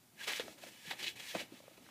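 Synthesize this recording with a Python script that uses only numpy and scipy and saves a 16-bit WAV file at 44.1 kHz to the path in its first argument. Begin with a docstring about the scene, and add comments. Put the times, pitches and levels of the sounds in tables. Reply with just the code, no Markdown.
"""A chinchilla rolls in a plastic tub of fine dust, close to the microphone in a small, quiet room.
Fur and paws sweep the dust: gritty noise is scraped through the tub's wall resonances, with a low drag
on its floor, sprayed grains and hiss. Body and feet knock softly on the tub as decaying modes, claws
tick as short clusters of partials, two rubs sing in narrow bands and the rolling body rumbles.
A short, faint room tail and a steady noise floor lie behind."""
import sys
import numpy as np
from scipy import signal
from scipy.fft import rfft, irfft, next_fast_len
from scipy.io import wavfile
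from scipy.ndimage import map_coordinates

SR = 44100
rng = np.random.default_rng(int(sys.argv[2]) if len(sys.argv) > 2 else 0)


def put_to_file(sound):
    """Save the sound as 16-bit audio at rate SR, in the file named by the first command-line argument."""
    columns = np.atleast_2d(sound).T  # one column per channel
    safe = np.clip(columns, -1, 1)
    whole_steps = np.round(safe * 32767)
    wavfile.write(sys.argv[1], SR, whole_steps.astype(np.int16))


N = 83790  # samples: 1.9 s

# sweeps through the dust: full_speed_s, rise_s, hold_s, level_db, and relative to that level:
# drag_db on the tub floor, hiss_db of the fine dust, bright_db tilt of the scrape
DUST_STROKES = [(0.205, 0.03, 0.026, -49.5, -17.5, -7, -4),
                (0.236, 0.0055, 0.0056, -44.5, -14.5, -7.5, -0.5),
                (0.28, 0.013, 0.0034, -34.5, -11, -10, -3.5), (0.299, 0.0092, 0.0099, -38, -9, -14, -5),
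                (0.32, .008, 0.0087, -41, -9, -7.5, -5), (0.341, 0.017, 0.04, -44, -15, -10.5, -0.5),
                (0.36, 0.0037, 0.0074, -48, -27, -1.5, 1), (0.397, 0.0023, 0.0024, -38.5, -6, -14, -1.5),
                (0.429, 0.079, 0.1, -62.5, -5, 2, 1), (0.582, 0.013, 0.0073, -62.5, -1, -3.5, -3),
                (0.632, 0.046, 0.016, -56.5, -7, -1.5, -1), (0.67, 0.017, 0.017, -54, -11.5, -4.5, -4),
                (.72, 0.037, .125, -62.5, -11.5, -1, -1), (0.871, 0.048, 0.037, -49, -25, -7, -2),
                (0.91, .008, 0.0048, -37.5, -12, -15.5, -3), (0.963, 0.024, .03, -60.5, -15, -4, -1),
                (0.995, 0.019, 0.017, -46, -26, -7.5, -3.5), (1.029, 0.0089, 0.0029, -44, -11, -5.5, 3.5),
                (1.042, .004, 0.0025, -43.5, -14.5, -13, 4), (1.068, 0.017, 0.0073, -42, -19, -11, 3),
                (1.085, 0.0042, 0.0066, -45, -20, -8, -1.5), (1.159, 0.0034, 0.016, -53.5, -21, -5.5, -3),
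                (1.199, 0.014, 0.0047, -46, -12.5, -8, -1.5), (1.228, .02, 0.14, -52.5, -15.5, -4.5, -3),
                (1.288, 0.041, 0.027, -49.5, -20, -5, 0.5), (1.349, 0.01, 0.017, -45.5, -4.5, -10, -4.5),
                (1.397, 0.037, 0.016, -43, -15.5, -9.5, -1), (1.534, 0.06, 0.061, -63.5, -5.5, -2, 1),
                (1.623, 0.016, 0.13, -68, -4.5, -2.5, -1), (1.774, 0.0091, .008, -63.5, -7, -5, -2),
                (1.825, 0.039, 0.09, -67, -5, -1.5, -1.5)]


def amp(db):
    """Decibels to gain."""
    return 10 ** (np.asarray(db) / 20)


def unit(x):
    """x at rms 1."""
    return x / np.sqrt(np.mean(x ** 2) + 1e-20)


def along(points, hz):
    """(Hz, value) points read on a log frequency axis."""
    f, v = np.transpose(points)
    return np.interp(np.log(hz + 1), np.log(f + 1), v)


def filtered(x, response):
    """x times a response of frequency, padded so that the ringing does not wrap round."""
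    m = next_fast_len(N + SR // 2)
    spectrum = rfft(x, m) * response(np.fft.rfftfreq(m, 1 / SR))
    return irfft(spectrum, m)[:N]


def coloured(x, points):
    """x shaped by (Hz, dB) points, at rms 1."""
    return unit(filtered(x, lambda hz: amp(along(points, hz))))


def highpassed(x, order, cut_hz):
    """x with the range below cut_hz rolled off."""
    return signal.sosfilt(signal.butter(order, cut_hz, "highpass", fs=SR, output="sos"), x)


def wobble(rate):
    """A smooth random curve, rate knots a second."""
    knots = rng.standard_normal(2048)
    return map_coordinates(knots, [np.arange(N) * rate / SR])


def add(track, s, sound):
    """Mix a sound into the track at time s."""
    part = track[max(round(s * SR), 0):][:len(sound)]
    part += sound[:len(part)]


def background():
    """Steady coloured noise: the quiet floor behind the tub."""
    # spectrum of the floor: pitch_hz, level_db
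    floor_colour = [(25, -20), (60, -29.5), (120, 0), (180, -8), (260, -16.5), (400, -24), (700, -15),
                    (1200, -16), (2500, -17), (6000, -18), (15000, -19)]
    return amp(-67) * coloured(rng.standard_normal(N), floor_colour)


def room(x):
    """The room's answer, 5 ms late: a noise tail whose decay time depends on frequency, treble dying first."""
    # decay times of the room: pitch_hz, t60_s
    room_decay = [(150, 0.12), (1000, 0.58), (4000, 0.37), (14000, 0.054)]
    hz, t, z = signal.stft(rng.standard_normal(SR // 2), SR, nperseg=256)
    decay = amp(-60 * t / along(room_decay, hz)[:, None])
    tail = signal.istft(z * decay, SR, nperseg=256)[1]
    delayed = np.pad(x, (SR // 200, 0))
    return signal.fftconvolve(delayed, tail / np.linalg.norm(tail))[:N]


def rolling():
    """The furry body rumbles on the tub floor: low noise that follows its shifting weight."""
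    # the body's weight on the floor: time_s, level_db
    weight_shifts = [(0, -72.5), (.11, -74), (.135, -71.5), (.16, -69.5), (.3, -70), (.37, -70), (.41, -57),
                     (.5, -60.5), (.59, -69.5), (.67, -63), (.83, -74), (.88, -61.5), (.97, -67),
                     (1.04, -61), (1.1, -67), (1.17, -63), (1.32, -71), (1.38, -52), (1.47, -66),
                     (1.76, -71), (1.83, -64), (1.9, -66.5)]
    # spectrum of the rumble: pitch_hz, level_db
    rumble_colour = [(25, -60), (60, -6), (120, -2.5), (190, 4.5), (250, 5), (340, 2.5), (450, -6),
                     (800, -4.5), (2000, -56)]
    level_db = np.interp(np.arange(N) / SR, *np.transpose(weight_shifts))
    return amp(level_db) * coloured(rng.standard_normal(N), rumble_colour)


def claws():
    """A claw tick on the plastic is a cluster of three very short partials, weak in the bass."""
    # claw ticks: start_s, level_db, pitch_hz of the middle of the cluster
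    claw_ticks = [(.3346, -20.5, 2450), (.3615, -29, 3000), (.3972, -23.5, 2900), (.638, -38, 2500),
                  (.9098, -27, 3600), (.9115, -24.5, 2000), (1.031, -27, 3900), (1.081, -19, 3300),
                  (1.865, -44, 1600), (1.889, -43, 1150), (1.892, -45, 2300)]
    t60_s, attack_s = 0.008, 0.00015
    spread = 0.2  # log-frequency step between partials
    low_cut = 0.82  # share of a tick's pitch below which it radiates little
    out, t = np.zeros(N), np.arange(SR // 20) / SR
    for s, db, hz in claw_ticks:
        steps = np.array([[-1], [0], [1]]) + rng.uniform(-1.1, 1, (3, 1)) / 10
        partials_hz = hz * np.exp(spread * steps)
        cluster = np.sin(2 * np.pi * partials_hz * t).sum(axis=0) / 2
        envelope = amp(db - 60 * t / t60_s) * (1 - np.exp(-t / attack_s))
        add(out, s, highpassed(envelope * cluster, 2, low_cut * hz))
    return out


def knocks():
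    """A soft blow flexes the struck spot briefly, with a dull noise slap and a ring of the whole tub."""
    # soft blows: start_s, level_db, pitch_hz and t60_s of the struck spot, and relative to the level:
    # ring_db of the whole tub, slap_db
    blows = [(.131, -56, 170, 0.071, -16, -28), (0.3974, -22.5, 488, 0.024, -23.5, -20),
             (.462, -45.5, 387, 0.043, -21, -12), (.4805, -33.5, 645, 0.013, -16.5, -8.5),
             (0.6363, -33.5, 676, 0.016, -23, -10.5), (0.667, -45, 540, 0.041, -16, -11),
             (.853, -48, 485, .025, -21, -19), (0.877, -48, 140, 0.043, -27, -19),
             (.9105, -30, 790, 0.019, -28, -18), (0.9329, -32.5, 710, 0.0088, -21.5, -13),
             (1.199, -47, 770, 0.02, -28, -13), (1.342, -39, 505, .03, -20, -18),
             (1.3504, -22.5, 674, 0.017, -14, -11.5), (1.356, -37.5, 220, 0.027, -17, -12),
             (1.404, -41, 594, 0.04, -7.5, -24), (1.414, -37, 546, 0.017, -22, -18),
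             (1.5215, -39, 316, 0.03, -16.5, -42), (1.538, -46, 250, 0.065, -18, -27),
             (1.603, -43.5, 560, 0.019, -21, -9), (1.638, -47, 586, 0.019, -27, -24),
             (1.68, -38.5, 550, 0.017, -38, -14), (1.71, -50, 534, 0.017, -8, -18),
             (1.777, -50, 385, 0.026, -4, -3), (1.823, -50.5, 250, 0.044, -13, -18)]
    # the tub's low modes: pitch_hz, level_db before a random change at each blow, t60_s
    tub_modes = [(121, -16.5, .1), (201, -6.5, 0.087), (327, -3, 0.078), (389, -11.5, 0.17),
                 (563, -4, 0.074), (640.5, -2, 0.064), (855, -20, 0.038), (1255, -7.5, 0.051)]
    # spectrum of the slap: pitch_hz, level_db
    slap_colour = [(40, -45), (100, -13), (400, -8), (1000, -1), (2000, -9), (5000, -18), (15000, -56)]
    attack_s, slap_t60_s = 0.0014, 0.021
    mode_spread_db = 2.3
    out, t = np.zeros(N), np.arange(SR // 4) / SR
    contact = coloured(rng.standard_normal(N), slap_colour)
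    for s, db, hz, t60, ring_db, slap_db in blows:
        flex = np.sin(2 * np.pi * hz * t) * amp(-60 * t / t60)
        ring = np.zeros(len(t))
        for mode_hz, mode_db, mode_t60 in tub_modes:
            decay = amp(mode_db + rng.normal(0, mode_spread_db) - 60 * t / mode_t60)
            ring += decay * np.sin(2 * np.pi * mode_hz * t)
        # each slap is a fresh stretch of the contact noise
        stretch = np.roll(contact, rng.integers(N))[:len(t)]
        slap = stretch * amp(slap_db - 60 * t / slap_t60_s)
        attack = 1 - np.exp(-t / attack_s)
        add(out, s, amp(db) * (flex + amp(ring_db) * ring + slap) * attack)
    return out


def rubs():
    """Fur rubbing one wall makes it sing: noise in one narrow resonance that swells and fades."""
    # steady rubs: middle_s, half_length_s, level_db, pitch_hz, width_hz
    wall_rubs = [(0.22, 0.026, -52, 1648, 90), (1.053, 0.056, -60, 362, 45)]
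    t, out = np.arange(N) / SR, np.zeros(N)
    for s, half, db, hz, width in wall_rubs:
        resonance = lambda f: 1 / (1 + (2 * (f - hz) / width) ** 2)
        band = unit(filtered(rng.standard_normal(N), resonance))
        out += amp(db) / (1 + ((t - s) / half) ** 4) * band
    return out


def grit():
    """Tiny slips of uneven size over smooth rubbing noise."""
    slips_per_s, spread_db = 3300, 3
    slip_share = 0.37  # of the power
    slipping = rng.random(N) < slips_per_s / SR
    sizes = amp(spread_db * np.minimum(rng.exponential(size=N), 4))
    slips = slipping * rng.choice([-1, 1], N) * sizes
    return np.sqrt(slip_share) * unit(slips) + np.sqrt(1 - slip_share) * rng.standard_normal(N)


def crunch():
    """Clumps crunch under the body: a random stream of short pitched bursts of uneven size, at rms 1."""
    bursts_per_s, middle_hz, pitch_spread = 600, 2795, 0.31
    cycles = 19.6  # in which a burst falls by 60 dB
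    size_db = 2.5  # mean of the exponential spread before its cap
    draws, t = rng.random((2000, 3)), np.arange(SR // 40) / SR
    times = np.cumsum(-np.log(1 - draws[:, 0])) / bursts_per_s
    sizes = amp(size_db * np.minimum(-np.log(1 - draws[:, 1]), 3))
    pitch_steps = np.log((draws[:, 2] + 0.05) / (1.05 - draws[:, 2])) / 2
    pitches = middle_hz * np.exp(pitch_spread * pitch_steps)
    out = np.zeros(N)
    for s, size, hz in zip(times, sizes, pitches):
        if s < N / SR:
            envelope = amp(-60 * hz * t / cycles) * (1 - np.exp(-hz * t))
            add(out, s, size * np.sin(2 * np.pi * hz * t) * envelope)
    return unit(out)


def sweeps(extra_db, rise_db=15.5, release_db_per_s=579):
    """The strokes' joint envelope: each gains rise_db over its rise time, holds and dies away; powers add."""
    t, power = np.arange(N) / SR, np.zeros(N)
    for (s, rise, hold, db, *_), extra in zip(DUST_STROKES, extra_db):
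        before_db = rise_db * np.maximum(s - t, 0) / rise
        after_db = release_db_per_s * np.maximum(t - s - hold, 0)
        power += amp(db + extra - before_db - after_db) ** 2
    return np.sqrt(power)


def tub_walls(f):
    """Response of the tub's walls: the direct sound plus a sum of resonances."""
    # wall resonances: pitch_hz, width_hz, level_db before the common gain below
    wall_modes = [(1672, 33, -2.5), (1812, 11, -4.5), (1930, 13, -5), (2102, 17, -8), (2258, 106, -1),
                  (2360, 27, -3.5), (2532, 33, 4.5), (2677, 18, 2), (2965, 28, 1), (3120, 31, -8),
                  (3380, 37, -2), (3930, 38, -0.5)]
    ringing = sum(amp(db) * 1j * f * w / (c * c - f * f + 1j * f * w) for c, w, db in wall_modes)
    return 1 + amp(3) * ringing


def scrape(bright_db):
    """Grit and crunching clumps ring the walls; each stroke tilts the balance of dull and bright parts."""
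    # spectrum of the scrape: pitch_hz, level_db
    scrape_colour = [(200, -45), (900, -4.5), (1400, -9), (1700, 4.5), (2400, 2), (3400, 5), (4300, 3),
                     (5200, -8), (8000, -13.5), (15000, -70)]
    split_hz = 1950
    rub = coloured(filtered(grit() + amp(-15) * crunch(), tub_walls), scrape_colour)
    dull = filtered(rub, lambda hz: 1 / (1 + (hz / split_hz) ** 4))
    tilted = dull * sweeps(-bright_db) + (rub - dull) * sweeps(bright_db)
    return tilted * amp(0.77 * wobble(130))  # the level flutters slightly


def drag(drag_db):
    """Strokes drag along the tub floor: low grit with a slightly uneven level."""
    # spectrum of the drag: pitch_hz, level_db
    drag_colour = [(60, -42), (150, -13), (330, -2), (550, 4), (750, -6), (900, 2.5), (1080, -9), (1250, 1),
                   (1700, -9), (4000, -47)]
    return coloured(grit(), drag_colour) * sweeps(drag_db) * amp(1.4 * wobble(80))


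def thrown_dust(hiss_db):
    """Thrown dust hisses, and the harder the stroke the more sand sprays against the walls."""
    # spectrum of the hiss: pitch_hz, level_db
    hiss_colour = [(1000, -20.5), (3000, -3.5), (5500, -1), (8000, -3), (11000, -6.5), (15000, -9)]
    # spectrum of the spray: pitch_hz, level_db
    spray_colour = [(2500, -35), (4400, 1.5), (5400, 0.5), (6400, -2.5), (8000, -9.5), (11000, -18),
                    (15000, -18)]
    spray_db, spray_growth = -44.5, 1.67  # level at the peak of the thrown dust; dB per dB of it
    # swells and fades more gently than the scrape
    thrown = sweeps(hiss_db, rise_db=13, release_db_per_s=328)
    spray = amp(spray_db) * coloured(grit(), spray_colour) * (thrown / thrown.max()) ** spray_growth
    return spray + coloured(rng.standard_normal(N), hiss_colour) * thrown


def dust():
    """Each stroke scrapes the ringing walls, drags on the floor, sprays sand and throws up hissing dust."""
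    *_, drag_db, hiss_db, bright_db = np.transpose(DUST_STROKES)
    return scrape(bright_db) + drag(drag_db) + thrown_dust(hiss_db)


def scene():
    """The dust bath, the room's faint answer and a quiet background."""
    hits = highpassed(knocks() + claws(), 3, 102)  # a small tub radiates little bass
    bath = dust() + hits + rubs() + rolling()
    return (bath + amp(-20.5) * room(bath) + background())[None]


def record(dry):
    """The microphone's track keeps nothing above its band limit."""
    top_hz = 15300
    return filtered(dry[0], lambda hz: hz < top_hz)[None]


dry = scene()
out = record(dry)
put_to_file(out)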